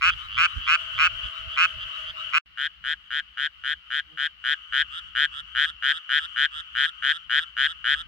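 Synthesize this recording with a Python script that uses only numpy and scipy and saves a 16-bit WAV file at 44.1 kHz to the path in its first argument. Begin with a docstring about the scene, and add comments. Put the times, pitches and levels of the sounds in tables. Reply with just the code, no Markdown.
"""Pond edge, then bank, at night: tree frogs in stereo at two spots, a short silent cut between them.
Each call is a train of short vocal bursts that speeds up and rises in pitch, with a ringing sac and air hiss.
One frog is near at each spot; neighbours answer it with the same burst mechanism.
Behind: a blurred far chorus, a faint sagging hoot, an insect's wing tone, low wind rumble and night hiss."""
import sys
import numpy as np
from scipy import signal
from scipy.fft import rfft, irfft, next_fast_len
from scipy.io import wavfile
from scipy.ndimage import uniform_filter1d

SR = 44100
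rng = np.random.default_rng(int(sys.argv[2]) if len(sys.argv) > 2 else 0)


def output_pcm(signal):
    """Save a mono or channel-first signal as 16-bit PCM at the path in sys.argv[1].

    Samples are clipped to [-1, 1] before scaling.
    """
    pcm = np.clip(np.atleast_2d(signal).T, -1, 1) * 32767
    wavfile.write(sys.argv[1], SR, np.round(pcm).astype(np.int16))


N = 355887

# All calls: (first burst [s], length [s], bursts [count], level [dB])
# All courses, in shares of the call:
#   pace (gap shrink [share], first gaps longer [share], settling [share], last gap shorter [share]),
#   swell (first burst [dB], rise [share], last burst [dB], fall [share]),
#   glide (base pitch [ratio], climb [ratio], first flat by [ratio], last flat by [ratio])
# All voices: (pitch at ratio 1 [Hz], swell [ms], dying [ms], partials 1, 2, ..),
#   partial: (left [dB], right [dB], left phase lead [rad])
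# All sac rings: (pitch at ratio 1 [Hz], t60 [ms], left [dB], right [dB], left phase lead [rad])

# near frog at the water's edge: calls, course, voice, sac ring; columns as above
POND_CALLS = [(.0128, .0902, 16, -12), (.3704, .0933, 16, -12), (.669, .0906, 15, -12),
              (.9813, .0932, 16, -11.5), (1.5669, .0915, 16, -12), (2.3275, .093, 16, -12.5)]
POND_COURSE = ((.14, .42, .11, .3), (-12, .06, -4, .05), (.93, .11, .04, .05))
POND_VOICE = (1417, 1.84, 0.52, [(2, -3, .03), (1.5, -0.5, 2.8), (-22.5, -25.5, 0.34), (-22.5, -22, 1.8),
              (-29.5, -33, 0.42)])
POND_SAC = [(1140, 10, -17, -8, 0.084), (2286, 11.2, -13, -5.5, 0.15), (2532, 34, -18.5, -1, 2.64),
            (3290, 3.4, -14.5, -37, 0.69), (4575, 29, -27, -31, 1.3)]


def pond_frog():
    """Near frog at the water's edge: burst trains with the strongest ratio of air hiss to voice but one."""
    return frog(POND_CALLS, POND_COURSE, POND_VOICE, POND_SAC, air_db=-36)


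# near frog on the bank: calls, course, voice, sac ring; columns as above
BANK_CALLS = [(2.5757, .0979, 15, -15), (2.8418, .0968, 15, -15), (3.1068, .0977, 15, -15),
              (3.3743, .0984, 15, -14.5), (3.6392, .0979, 15, -14.5), (3.9055, .0988, 15, -14.5),
              (4.1757, .0976, 15, -14), (4.4419, .1001, 15, -11.5), (4.7259, .0999, 15, -10),
              (5.1531, .1058, 16, -9.5), (5.5519, .1054, 16, -9.5), (5.8259, .0995, 15, -9.5),
              (6.0942, .0994, 15, -9.5), (6.3626, .0995, 15, -9.5), (6.7531, .1093, 16, -9.5),
              (7.0257, .0995, 15, -9.5), (7.2979, .1007, 15, -9.5), (7.5687, .1022, 15, -9.5),
              (7.8446, .1029, 15, -9.5)]
BANK_COURSE = ((.12, .23, .2, .6), (-8.5, .14, -6.5, .04), (.96, .08, .02, .07))
BANK_VOICE = (1687, 1.38, 1.02, [(-1, -4.5, 0.46), (-4.5, -20, 0.057), (-33, -35.5, -1.53),
              (-38.5, -35, -2.2), (-48.5, -49.5, 1), (-46, -51.5, 1)])
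BANK_SAC = [(1462, 25, -13, -37.5, -0.033), (2413, 3.4, -10, -14.5, 0.017), (3087, 14.8, -9.5, -5, 0.56),
            (4032, 17.6, -33.5, -27, 0.84)]


def bank_frog():
    """Near frog on the bank: burst trains with a shorter swell and a longer dying than the pond frog's."""
    return frog(BANK_CALLS, BANK_COURSE, BANK_VOICE, BANK_SAC)


# frog behind the bank: calls, voice, sac ring; columns as above
ANSWER_CALLS = [(4.903, 0.096, 16, -30), (5.316, 0.094, 14, -29.5), (5.614, 0.093, 15, -29),
                (5.89, 0.095, 15, -29), (6.168, 0.094, 15, -29.5), (6.5122, .1, 16, -29),
                (6.803, .096, 15, -28.5), (7.08, .096, 15, -29.5), (7.346, .096, 15, -29),
                (7.634, 0.092, 15, -29.5), (7.928, 0.094, 15, -29)]
ANSWER_VOICE = (1675, 1.4, 1.0, [(-3, -7, 2.5), (-2.5, 5, 1.26), (-25, -23, -.3), (-40, -40, 1),
                (-27, -27, .5)])
ANSWER_SAC = [(1340, 99, -6.5, -16.5, 1.52), (2970, 14, -11.5, -4.5, .2)]
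# call course of every frog but the two near ones; columns as above
FAR_COURSE = ((.27, .15, .2, 0), (-10, .2, -4, .03), (.94, .1, .03, .03))


def answering_frog():
    """Frog answering from behind the bank: softer burst trains, more air hiss for their level."""
    return frog(ANSWER_CALLS, FAR_COURSE, ANSWER_VOICE, ANSWER_SAC, air_db=-30.5)


# high-voiced neighbours of the pond frog: calls, voice; columns as above
HIGH_CALLS = [(.055, 0.087, 14, -31), (.275, .12, 14, -29), (.6, 0.091, 15, -31.5), (.92, 0.07, 14, -32.5),
              (1.19, 0.087, 15, -35.5), (1.476, .09, 14, -33), (1.772, 0.073, 14, -32.5),
              (2.04, 0.073, 13, -31.5)]
HIGH_VOICE = (1540, 1.35, 0.914, [(-3, -1, -2.3), (9.5, 8, 0.23), (-17, -19, -13), (-24, -34.5, 7.5),
              (-37, -45, -13)])
# sac ring of these neighbours and of the far chorus; columns as above
FAR_SAC = [(1239, 24.4, -7.5, -15.5, 1), (2026, 1.1, -10.5, -9, 1.7), (2990, 19, 7.5, -26.5, 2.9)]


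def high_neighbours():
    """High-voiced neighbours of the pond frog: soft burst trains, second partial strongest."""
    return frog(HIGH_CALLS, FAR_COURSE, HIGH_VOICE, FAR_SAC)


# low-voiced neighbour of the pond frog: calls, voice; columns as above
LOW_CALLS = [(.18, 0.09, 15, -28), (.47, 0.071, 13, -29), (1.305, 0.09, 15, -28), (1.88, .095, 15, -28),
             (2.155, .065, 15, -25.5)]
LOW_VOICE = (1240, 3.2, 0.94, [(-6, -8, -1.9), (-17, -20, 2.8), (-15.5, -18, 1.5)])


def low_neighbour():
    """Low-voiced neighbour of the pond frog: bursts with a long swell and no sac ring."""
    return frog(LOW_CALLS, FAR_COURSE, LOW_VOICE, [])


AIR_DB, AIR_HZ = -41.5, 3870
WOBBLE_SHARE = .006  # pitch spread from burst to burst
DULLING_DB_PER_DB = 0.45  # lost above the first partial per dB that a burst is softer
LAST_DULL_DB, LAST_STRETCH_SHARE = -9, 2.4  # last burst: upper partials' loss, longer dying


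def frog(calls, course, voice, sac, air_db=AIR_DB, level_spread_db=0.57, jitter_ms=0.084):
    """Every burst is a few cycles of the vocal folds that swell and are cut off; the sac rings on, air hisses."""
    hz, swell_ms, dying_ms, partials = voice
    rows = []
    for start, length, bursts, db in calls:
        gap, burst_db, ratio, last = course_of(round(bursts), *course)
        onset = np.cumsum(gap) - gap
        dull_db = DULLING_DB_PER_DB * burst_db + LAST_DULL_DB * last
        stretch = 1 + LAST_STRETCH_SHARE * last
        rows.append([start + length * onset / onset[-1], db + burst_db, ratio, dull_db, stretch])
    # one row per burst, samples along the second axis
    crest_s, db, ratio, dull_db, stretch = np.concatenate(rows, axis=1)[:, :, None]
    chance = rng.standard_normal((len(crest_s), 3, 1))
    crest_s = crest_s + (jitter_ms * chance[:, 2] - dying_ms / 2) / 1000
    index = (crest_s * SR).astype(int) + np.arange(-128, 384)
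    t = index / SR - crest_s
    after_s = np.maximum(t, 0)

    swell = np.sin(np.pi / 2 * np.clip(1 + 1000 * t / swell_ms, 0, 1))
    shape = swell * np.exp(-(1000 * after_s / (dying_ms * stretch)) ** 2.08)
    angle = 2 * np.pi * ratio * (1 + WOBBLE_SHARE * chance[:, 0]) * t
    fade = swell ** 2 * np.clip((t[:, -1:] - t) / 0.001, 0, 1)

    out, puff = np.zeros((2, N + SR)), np.zeros(N + SR)
    breath = swell ** 4 * (0.17 + np.exp(-after_s / 0.0046)) * fade
    np.add.at(puff, index, breath * undb(db + air_db + dull_db))
    burst_gain = undb(db + level_spread_db * chance[:, 1])
    for side, lead in enumerate((.5, -.5)):
        wave = np.zeros(t.shape)
        for k, partial in enumerate(partials):
            gain = undb(partial[side] + (k > 0) * dull_db)
            narrowed = shape ** (1 + 0.057 * k)  # upper partials live nearer the crest
            wave += gain * narrowed * np.cos((k + 1) * hz * angle + lead * partial[2])
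        for k, (ring_hz, t60_ms, left_db, right_db, phase) in enumerate(sac):
            decay = undb((left_db, right_db)[side] - 60 * 1000 * after_s / t60_ms)
            wave -= (-1) ** k * decay * fade * np.sin(ring_hz * angle + lead * phase)
        np.add.at(out[side], index, wave * burst_gain)
    return out[:, :N], puff[:N]


def course_of(count, pace, swell, glide):
    """Gap, level, pitch ratio, lastness per burst: slow, soft, flat; then faster, higher; the last drops."""
    shrink, linger, settle, hurry = pace
    first_db, rise, last_db, fall = swell
    start, climb, first_flat, last_flat = glide
    place = np.linspace(0, 1, count)
    early = np.exp(-place / rise)
    late = np.exp((place - 1) / fall)
    gap = 1 - shrink * place + linger * np.exp(-place / settle) - hurry * late
    burst_db = first_db * early + last_db * late
    ratio = start + climb * place - first_flat * early - last_flat * late
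    return gap, burst_db, ratio, late ** 2


def breathy(*frogs):
    """Voices plus the hiss of their air; so small a body radiates no bass, hence the high-pass."""
    hiss = coloured([(AIR_HZ / 2, -40), (AIR_HZ, 0), (8000, -8), (12000, -19), (16000, -28)])
    voices = sum(voice + hiss * puff for voice, puff in frogs)
    return signal.sosfilt(signal.butter(5, 1100, "high", fs=SR, output="sos"), voices)


SCATTER_T60_S, SCATTER_DB = .07, -15


def surroundings(x):
    """Scattering off water, soil and grass: a soft, dense noise tail added to the direct sound."""
    return x + undb(SCATTER_DB) * smear(x, SCATTER_T60_S)


FAR_HZ, FAR_SPREAD_SHARE, FAR_T60_S = 1515, .05, 0.33
# mean partials 1, 2, .. of a far frog: (level [dB])
FAR_PARTIALS_DB = [-7.5, -0.5, -29.5, -29, -35.5]
# far chorus: (time [s], level [dB])
FAR_LEVEL = [(0, -43), (.8, -35), (2.3, -36.5), (2.5, -50.5), (4.2, -50.5), (4.7, -43), (6.4, -43),
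             (7.2, -45.5), (8.07, -46)]


def chorus(count=15):
    """Far frogs, each with its own pitch, pace, level and pan, blurred by the field's scattering."""
    frogs = []
    for tune, pace, near, pan in rng.standard_normal((count, 4)):
        gaps_s = .3 + 0.017 * pace + .08 * rng.exponential(size=40) ** 2
        starts = np.maximum(np.cumsum(gaps_s) - .2, .01)
        calls = [(s, .095, 15, 1.12 * near) for s in starts if s < N / SR]
        partials = [(db + 2 * pan, db - 2 * pan, pan) for db in FAR_PARTIALS_DB]
        voice = (FAR_HZ * (1 + FAR_SPREAD_SHARE * tune), 2.2, 1.2, partials)
        frogs.append(frog(calls, FAR_COURSE, voice, FAR_SAC))
    out = breathy(*frogs)
    return unit(0.5 * out + smear(out, FAR_T60_S)) * undb(curve(FAR_LEVEL)[0])


HOOT_START_S, HOOT_END_S, HOOT_EDGE_S, HOOT_DB = .7, 2.33, 0.052, -62.5
HOOT_HZ, HOOT_SAGS_FROM_S, HOOT_SAG_HZ_PER_S = 651, 1.5, 28
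HOOT_WAVER_DB, HOOT_WAVER_HZ = 2, 5.6


def hoot():
    """A faint far sine that holds, then sags slowly, roughened by smoothed noise on its level."""
    t = np.arange(N) / SR
    sag_hz = HOOT_SAG_HZ_PER_S * np.maximum(t - HOOT_SAGS_FROM_S, 0)
    hz = HOOT_HZ - sag_hz + HOOT_WAVER_HZ * walk(8.1)
    edges = np.clip(np.minimum(t - HOOT_START_S, HOOT_END_S - t) / HOOT_EDGE_S, 0, 1)
    level = undb(HOOT_DB + HOOT_WAVER_DB * walk(13)) * edges
    rough = 1 + 0.62 * unit(uniform_filter1d(rng.standard_normal((2, N)), size=900))
    phase = 2 * np.pi * np.cumsum(hz) / SR + np.array([[0], [1.2]])
    return np.sqrt(2) * level * rough * np.sin(phase)


FLY_PASSES_S, FLY_WING_HZ = 4.14, 158
# wing partials 1, 2, ..: (peak [dB], half length [s], delay [s])
FLY_PARTIALS = [(-54, .02, .006), (-61, .045, -.01), (-65, .035, 0), (-74, .04, 0), (-72, .025, -.025)]


def fly():
    """A small insect brushes past on the right: wing-beat harmonics, each under a brief bell-shaped level."""
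    t = np.arange(N) / SR
    angle = 2 * np.pi * np.cumsum(FLY_WING_HZ * (1 + .012 * walk(30))) / SR
    buzz = np.zeros(N)
    for k, (db, half_s, delay_s) in enumerate(FLY_PARTIALS):
        bell = np.exp(-((t - FLY_PASSES_S - delay_s) / half_s) ** 2)
        buzz += np.sqrt(2) * undb(db) * bell * np.sin((k + 1) * angle)
    return buzz * undb([[-28], [0]])  # left, right


# wind level: (time [s], level [dB])
WIND_LEVEL = [(0, -49), (.75, -53.5), (.85, -62), (.93, -42), (1.25, -51.5), (1.6, -64.5), (1.79, -47.5),
              (1.93, -84), (2.04, -48), (2.4, -63.5), (4.4, -66.5), (5.1, -58), (5.94, -61), (6.1, -78),
              (6.3, -59), (7.25, -64), (7.5, -60), (8.07, -55.5)]
# rumble spectrum at the pond: (frequency [Hz], relative density [dB per Hz])
WIND_POND = [(12, -40), (20, -20), (43, -0.5), (65, -0.5), (105, -6), (157, -24), (211, -23), (357, -47),
             (500, -45), (650, -69), (1100, -120)]
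# rumble spectrum on the bank: (frequency [Hz], relative density [dB per Hz])
WIND_BANK = [(12, -42), (20, -21.5), (39, -8.5), (59, 6), (72, 0), (91, -14), (155, -15), (182, -15.5),
             (259, -27.5), (300, -26.5), (390, -41.5), (660, -120)]
POND_PAN_DB, BANK_PAN_DB = -11, 3  # left gain minus right gain
POND_BUFFET_DB, BANK_BUFFET_DB, BUFFETS_PER_S = 5.5, 3.5, 22  # quick chance swings
WIND_SHARED = .35  # correlation of the two sides before spot changes


def wind(at_pond):
    """Low rumble of wind on the two microphone ports: shaped noise, partly shared between them."""
    rumble = np.where(at_pond, coloured(WIND_POND), coloured(WIND_BANK))
    rumble[1] = WIND_SHARED * rumble[0] + np.sqrt(1 - WIND_SHARED ** 2) * rumble[1]
    pan_db = np.where(at_pond, POND_PAN_DB, BANK_PAN_DB)
    buffet_db = np.where(at_pond, POND_BUFFET_DB, BANK_BUFFET_DB) * walk(BUFFETS_PER_S)
    return rumble * undb(curve(WIND_LEVEL)[0] + buffet_db + np.array([pan_db, -pan_db]) / 2)


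# night air spectrum: (frequency [Hz], relative density [dB per Hz])
NIGHT = [(60, -32.5), (130, -3), (220, -11.5), (450, -15), (900, -9), (2000, 3.5), (4500, -8), (7000, -31),
         (11000, -31), (16000, -25.5)]
POND_NIGHT_DB, BANK_NIGHT_DB = -50.5, -61


def night_air(at_pond):
    """Hiss of the night air: steady shaped noise, unrelated left and right, one level per spot."""
    return coloured(NIGHT) * undb(np.where(at_pond, POND_NIGHT_DB, BANK_NIGHT_DB))


def undb(db):
    """Amplitude ratio of a level in dB."""
    return 10 ** (np.asarray(db) / 20)


def unit(x):
    """Scaled to an RMS of 1."""
    return x / np.sqrt(np.mean(x ** 2))


def curve(rows):
    """Table columns interpolated over time."""
    s, *columns = np.transpose(rows)
    return [np.interp(np.arange(N) / SR, s, c) for c in columns]


def coloured(points):
    """Two unrelated noises with the given spectrum, RMS 1 overall."""
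    hz, db = np.transpose(points)
    size = next_fast_len(N)
    bin_hz = np.arange(size // 2 + 1) * SR / size
    gain = undb(np.interp(np.log(bin_hz + 1), np.log(hz), db))
    return unit(irfft(rfft(rng.standard_normal((2, size))) * gain, size)[:, :N])


def smear(x, t60_s):
    """Dense scattering that dies away, different on each side; tail energy averages 1."""
    t = np.arange(int(t60_s * SR)) / SR
    tail = rng.standard_normal((2, len(t))) * undb(-60 * t / t60_s)
    return signal.fftconvolve(x, tail / np.sqrt(np.sum(tail ** 2) / 2), axes=1)[:, :N]


def walk(rate):
    """Random swings, RMS 1: noise averaged twice over 1/rate seconds."""
    size = int(SR / rate)
    return unit(uniform_filter1d(uniform_filter1d(rng.standard_normal(N), size=size), size=size))


CUT_S, CUT_TAIL_S, CUT_TAIL_DB, BACK_S, BACK_FADE_S = 2.3835, .03, -20, 2.459, .012
TOP_HZ = 15800


def scene():
    """Pond, then bank: frogs with scattering kept to their own spot, over the background."""
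    frogs = breathy(pond_frog(), bank_frog(), answering_frog(), high_neighbours(), low_neighbour())
    at_pond = np.arange(N) / SR < CUT_S + CUT_TAIL_S
    # no pond tail carries over to the bank
    frogs = np.where(at_pond, surroundings(frogs), surroundings(frogs * ~at_pond))
    return frogs + chorus() + hoot() + fly() + wind(at_pond) + night_air(at_pond)


def record(dry):
    """The cut: a drop, a short dying tail, silence, a quick soft fade in, full level; then a low-pass."""
    t = np.arange(N) / SR
    tail = undb(CUT_TAIL_DB) * np.clip(1 - (t - CUT_S) / CUT_TAIL_S, 0, 1) ** 2
    fade_in = np.clip(1 + (t - BACK_S) / BACK_FADE_S, 0, 1) ** 2
    back = np.where(t < BACK_S, undb(CUT_TAIL_DB), 1) * fade_in
    cut = dry * np.where(t < CUT_S, 1, tail + back)
    return signal.sosfilt(signal.ellip(8, .2, 70, TOP_HZ, fs=SR, output="sos"), cut)


dry = scene()
out = record(dry)
output_pcm(out)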